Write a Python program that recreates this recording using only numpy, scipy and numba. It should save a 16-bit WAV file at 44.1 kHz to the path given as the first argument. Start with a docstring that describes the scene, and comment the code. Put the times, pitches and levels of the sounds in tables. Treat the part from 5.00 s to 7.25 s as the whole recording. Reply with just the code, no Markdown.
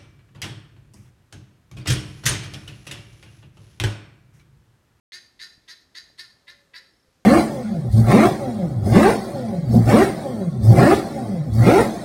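"""Seven short harsh calls from a guinea fowl on a brick pillar some metres from the microphone, echoed by walls
and houses. Each is a rough pulse train, mostly rising in pitch, that rings moving throat resonances.
Town rumble made of noise bands lies underneath; the hand on the recorder gives a few faint ticks.
Later a far dove coos in wavering tones and a songbird twitters in quick falling ones.
The sound opens abruptly, just inside the first call."""
import sys
import numpy as np
from scipy import signal
from scipy.fft import irfft
from scipy.io import wavfile
from scipy.ndimage import uniform_filter1d
from numba import njit

SR = 44100
rng = np.random.default_rng(int(sys.argv[2]) if len(sys.argv) > 2 else 0)


def pcm_store(signal):
    """Save signal as 16-bit PCM."""
    levels = np.round(np.clip(np.atleast_2d(signal), -1, 1) * 32767)
    wavfile.write(sys.argv[1], SR, levels.astype(np.int16).T)


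def ratio_of_db(decibels):
    """Turn decibels (scalar or array-like) into linear amplitude factors; 0 dB maps to 1."""
    return 10 ** (np.asarray(decibels, float) / 20)


N = 99225  # samples, 2.25 s


@njit
def svf(x, hz, width):
    """State-variable band-pass with a moving centre, gain 1 there."""
    y, band, low = np.empty(len(x)), 0., 0.
    for i in range(len(x)):
        g, damping = np.tan(np.pi * hz[i] / SR), width / hz[i]
        v = (band + g * (x[i] - low)) / (1 + g * (g + damping))
        band, low, y[i] = 2 * v - band, low + 2 * g * v, damping * v
    return y


def level(x, db):
    """Scale to an rms level."""
    return x * ratio_of_db(db) / np.sqrt(np.mean(x ** 2))


def walk(rate, size=N):
    """Random levels held 1 / rate s and slewed twice; spread near 1."""
    k = int(SR / rate)
    steps = np.repeat(rng.standard_normal(size // k + 1), k)
    return 1.3 * uniform_filter1d(uniform_filter1d(steps, k), k)[:size]


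# Density of the distant town at points along the spectrum, before the whole is scaled to TOWN_DB
# columns: pitch_hz [Hz], level_db [dB per Hz]
TOWN_SPECTRUM = [(22, -22), (45, -4), (92, -1.5), (200, -6), (416, -8.5), (800, -14.5), (1450, -15.5),
                 (3000, -22), (5000, -19), (7500, -24.5), (11000, -27.5), (13500, -29.5), (15500, -38)]
TOWN_DB = -66  # rms
SWELL_DB, SWELL_TOP_HZ, FLICKER_DB = 1.5, 500, 1.3  # the swell's dB is halved at SWELL_TOP_HZ


def town():
    """Third-octave bands of distant traffic and leaves; the bass swells together, each band flickers alone."""
    out, swell = 0, walk(2.05)
    table_hz, table_db = np.array(TOWN_SPECTRUM).T
    for hz in 25 * 2 ** np.arange(0, 9.4, 1 / 3):
        centre = np.full(N, hz)
        band = svf(svf(rng.standard_normal(N), centre, hz / 3), centre, hz / 3)
        db = np.interp(np.log(hz), np.log(table_hz), table_db)
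        db = db + SWELL_DB * swell / (1 + hz / SWELL_TOP_HZ)
        out = out + ratio_of_db(db + FLICKER_DB * walk(12.01)) * band
    return level(out, TOWN_DB)


JITTER, SHIMMER_DB = .015, 2.2  # spread of pulse spacing (share of a cycle) and of pulse level
RASP_DB, RASP_SHARE = -8, .4  # level against the pulses; decay as a share of the cycle


def rough_voice(t, when, pitch_hz, breath):
    """Uneven pulses, each followed by breath noise that dies away within the cycle."""
    chance = rng.standard_normal((64, 2)).T
    turns = np.cumsum(np.interp(t, when, pitch_hz)) / SR
    marks = np.cumsum(1 + JITTER * chance[0])
    pulse_s = np.interp(marks[marks < turns[-1]], turns, t)
    # pulses are summed as spectra so that they can fall between samples
    hz = np.arange(len(t) // 2 + 1) * SR / len(t)
    spectrum = np.exp(-2j * np.pi * hz[:, None] * pulse_s) @ ratio_of_db(SHIMMER_DB * chance[1][:len(pulse_s)])
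    pulses = irfft(spectrum, len(t))
    phase = np.interp(t, pulse_s, np.arange(len(pulse_s))) % 1
    rasp = np.exp(-phase / RASP_SHARE) * breath
    return level(pulses, 0) + level(rasp, RASP_DB)


# Resonances of the throat, each gliding from its first centre to its settled one
# columns: start_hz [Hz], settled_hz [Hz], settle_s [s], width_hz [Hz, each of two passes],
# level_db [dB], treble_share [share of head-turn dB], gape_share [share of gape dB]
THROAT_RESONANCES = [(325, 337, .03, 110, -21, 0, -0.81), (990, 1094, 0.026, 177, -12.5, 0, -0.82),
                     (1326, 1454, 0.049, 245, -12, 0.16, -0.67), (2064, 1706, 0.03, 560, 4, 0.047, -0.34),
                     (2470, 2440, 0.015, 510, -11, 0.085, -1), (3180, 3630, 0.011, 400, -13.5, 1.15, -2.1),
                     (3406, 4192, 0.017, 510, 3, 0.61, -0.028), (3860, 4840, 0.025, 630, 5.5, 1.4, 0.33),
                     (5000, 5300, 0.019, 305, -7.5, 1.5, 0.94), (6150, 6310, 0.024, 870, -8.5, 1.85, 0.95),
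                     (8500, 9150, 0.034, 3770, -11, 1.22, 0.37),
                     (12600, 11170, 0.025, 1170, -22.5, 0.34, 0.26)]
# Dips from side pockets of the throat
# columns: pitch_hz [Hz], width_hz [Hz]
THROAT_DIPS = [(5850, 340), (7450, 200)]
DRIFT_DB = 1.7
HISS_AT_10KHZ_DB = 3  # steady breath noise that rules the top of the voice


def throat(t, voice, breath, treble_db, gape):
    """Parallel moving resonances ring to voice and hiss; narrow dips are cut from their sum."""
    out = 0
    for start_hz, settled_hz, settle_s, width_hz, level_db, treble_share, gape_share in THROAT_RESONANCES:
        centre = settled_hz + (start_hz - settled_hz) * np.exp(-t / settle_s)
        source = voice + ratio_of_db(HISS_AT_10KHZ_DB) * (start_hz / 10000) ** 2 * breath
        ring = svf(svf(source, centre, 1. * width_hz), centre, 1. * width_hz)
        ring = level(ring, level_db + treble_share * treble_db)
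        out = out + ring * ratio_of_db(gape_share * gape + DRIFT_DB * walk(64.4, size=len(t)))
    for dip_hz, width_hz in THROAT_DIPS:
        out = out - svf(out, np.full(len(t), 1. * dip_hz), 1. * width_hz)
    return out


EDGE_S = 0.0019  # linear rise; time constant of the fall


def call(rows, treble_db, gape_db):
    """A rough voice rings the throat; the beak gapes widest mid-call."""
    when, db, pitch_hz = (np.array(rows) - [rows[0][0], 0, 0]).T
    t = np.arange(SR // 8) / SR
    breath = rng.standard_normal((2, len(t)))
    voice = rough_voice(t, when, pitch_hz, breath[0])
    along = np.clip(t / when[-1], 0, 1)
    gape = gape_db * (2 * np.sin(np.pi * along) - 1)
    out = throat(t, voice, breath[1], treble_db, gape)
    edges = np.clip(t / EDGE_S, 0, 1) * np.exp(-np.clip(t - when[-1], 0, 1) / EDGE_S)
    return level(out, 0) * ratio_of_db(np.interp(t, when, db)) * edges


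SCATTER_DB, SCATTER_T60_S = -8.5, 0.45


def scatter(dry):
    """Dense close reflections off brick and leaves: a decaying noise tail."""
    t = np.arange(SR // 2) / SR
    tail = rng.standard_normal(len(t)) * ratio_of_db(-60 * t / SCATTER_T60_S) * np.clip(t / 0.0057, 0, 1)
    return ratio_of_db(SCATTER_DB) * signal.fftconvolve(dry, tail / np.sqrt(np.sum(tail ** 2)))[:N]


@njit
def walls(x, lags, gain, damp):
    """Eight delay lines that feed each other, duller on every round."""
    line, soft, out = np.zeros((8, 8192)), np.zeros(8), np.zeros(len(x))
    for i in range(len(x)):
        total = 0.
        for k in range(8):
            soft[k] += (1 - damp) * (gain[k] * line[k, (i - lags[k]) & 8191] - soft[k])
            total += soft[k]
            out[i] += soft[k] * (1 - 2 * (k % 2))
        for k in range(8):
            line[k, i & 8191] = x[i] + soft[k] - total / 4
    return out


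YARD_DB, YARD_T60_S, YARD_DAMP = -23.5, 0.85, 0.1  # T60 before damping; damp is a one-pole share


def yard(dry):
    """The wash of the yard, sound passed round between its walls."""
    lags = np.array([709, 967, 1237, 1523, 1861, 2203, 2609, 3049])  # samples
    # the tiny offset keeps the silent delay lines from slow denormal numbers
    return ratio_of_db(YARD_DB) * walls(dry + 1e-18, lags, ratio_of_db(-60 * lags / SR / YARD_T60_S), YARD_DAMP)


# Level and pitch contour of each call of the fowl, one list per call
# columns: time_s [s], level_db [dB rms], pitch_hz [Hz]
CALL_CONTOURS = [
    [(0.118, -46, 330.9), (0.126, -41, 350.5), (0.158, -39, 359.9), (0.19, -52.5, 372.8)],
    [(0.39, -63, 330), (0.398, -44, 329.8), (0.408, -43, 356.6), (0.422, -41.5, 344.9),
     (0.43, -38.5, 364.9), (0.475, -49.5, 360.5)],
    [(0.675, -67, 332.5), (0.685, -39.5, 321.6), (0.707, -40.5, 335), (0.715, -40, 356.1),
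     (0.729, -44.5, 362.4), (0.745, -52.5, 368)],
    [(0.944, -69, 327.2), (0.952, -42, 334.3), (0.982, -40.5, 355), (0.988, -41, 372.2),
     (1.0, -46.5, 352.6), (1.02, -60.5, 368.7)],
    [(1.176, -58, 345.7), (1.184, -48.5, 329), (1.196, -36, 359.4), (1.22, -45, 365.5), (1.242, -48, 361.8),
     (1.255, -51.5, 336.9)],
    [(1.468, -63.5, 320.9), (1.482, -43, 342.8), (1.496, -44, 343.8), (1.502, -41.5, 353.2),
     (1.52, -50.5, 359.7), (1.54, -59.5, 360)],
    [(1.733, -66, 331), (1.741, -43, 329.8), (1.759, -38.5, 331.8), (1.767, -39.5, 348.3),
     (1.791, -44.5, 364), (1.81, -75, 374)],
]
# How the head turns and the beak opens, one row per call
# columns: treble_db [dB], gape_db [dB, how much the opening beak changes the colour]
HEAD_TURNS = [(1, 4), (1, 4.5), (-0.5, 8.5), (0.5, 5), (-1, 3.5), (-6, 5.5), (-7.5, 12)]
# Echoes off the nearest walls and ground
# columns: delay_s [s], level_db [dB]
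NEAR_ECHOES = [(.0043, -23), (.011, -8.5), (0.029, -19), (0.064, -17), (0.107, -21)]


def fowl():
    """All calls, with near echoes, dense scatter and the wash of the yard."""
    dry = np.zeros(N)
    for rows, head in zip(CALL_CONTOURS, HEAD_TURNS):
        sound, i = call(rows, *head), int(rows[0][0] * SR)
        dry[i:i + len(sound)] += sound
    echoes = sum(ratio_of_db(db) * np.roll(dry, int(delay_s * SR)) for delay_s, db in NEAR_ECHOES)
    return dry + echoes + scatter(dry) + yard(dry)


# Ticks of the hand on the recorder
# columns: time_s [s], level_db [dB peak], pitch_hz [Hz, centre]
HAND_TICKS = [(.58, -48.5, 156), (1.102, -48.5, 497.5), (1.103, -51.5, 12900), (2.086, -55.5, 89)]


def handling(t):
    """Short taps on the recorder's case: cosines under a bell that is briefer at higher pitch."""
    out = 0
    for time_s, db, hz in HAND_TICKS:
        bell = np.exp(-((t - time_s) * hz * 3.1) ** 2)
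        out = out + ratio_of_db(db) * bell * np.cos(2 * np.pi * hz * (t - time_s))
    return out


# Coos of the far dove
# columns: start_s [s], length_s [s], pitch_hz [Hz], level_db [dB rms]
DOVE_COOS = [(1.424, 0.25, 565, -72), (1.68, 0.095, 543, -73.5), (1.79, .1, 540, -71),
             (2.043, 0.061, 518, -71), (2.182, 0.066, 522, -74.5)]
COO_WAVER_DB = 1.5


def dove(t):
    """Soft, nearly pure coos that waver with distance."""
    out = 0
    for start_s, length_s, pitch_hz, db in DOVE_COOS:
        shape = np.sin(np.pi * np.clip((t - start_s) / length_s, 0, 1)) ** 0.2
        loudness = ratio_of_db(db + COO_WAVER_DB * walk(26.2))
        hz = pitch_hz * (1 + 0.0049 * walk(17))
        out = out + loudness * shape * np.sin(2 * np.pi * np.cumsum(hz) / SR)
    return np.sqrt(2) * out  # sine peak for an rms level


TWITTER_S, TWITTER_NOTES, TWITTER_PER_S = 1.895, 5, 33  # start, count, notes per second
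TWITTER_HZ, TWITTER_FALL_HZ, TWITTER_DB = 5500, 400, -70  # start and fall of each note, peak level


def songbird(t):
    """A faint, fast run of falling notes far off."""
    note = (t - TWITTER_S) * TWITTER_PER_S
    sounding = (note > 0) * (note < TWITTER_NOTES)
    beat = np.sin(np.pi * note) ** 2 * sounding * ratio_of_db(2.5 * walk(300))
    hz = TWITTER_HZ - TWITTER_FALL_HZ * (note % 1) + 110 * walk(400)
    return ratio_of_db(TWITTER_DB) * beat * np.sin(2 * np.pi * np.cumsum(hz) / SR)


def scene():
    """Town, fowl, taps, dove and songbird at one microphone."""
    t = np.arange(N) / SR
    return (town() + fowl() + handling(t) + dove(t) + songbird(t))[None]


def low_pass(x):
    """Removes everything above the highest recorded frequency."""
    return signal.sosfilt(signal.butter(12, 15670, fs=SR, output="sos"), x)


OPEN_S = .1203


def record(dry):
    """The recorder opens abruptly: silence, then a ramp of 0.39 ms."""
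    opening = np.clip((np.arange(N) / SR - OPEN_S) / 0.00039, 0, 1)
    return low_pass(dry * opening)


dry = scene()
out = record(dry)
pcm_store(out)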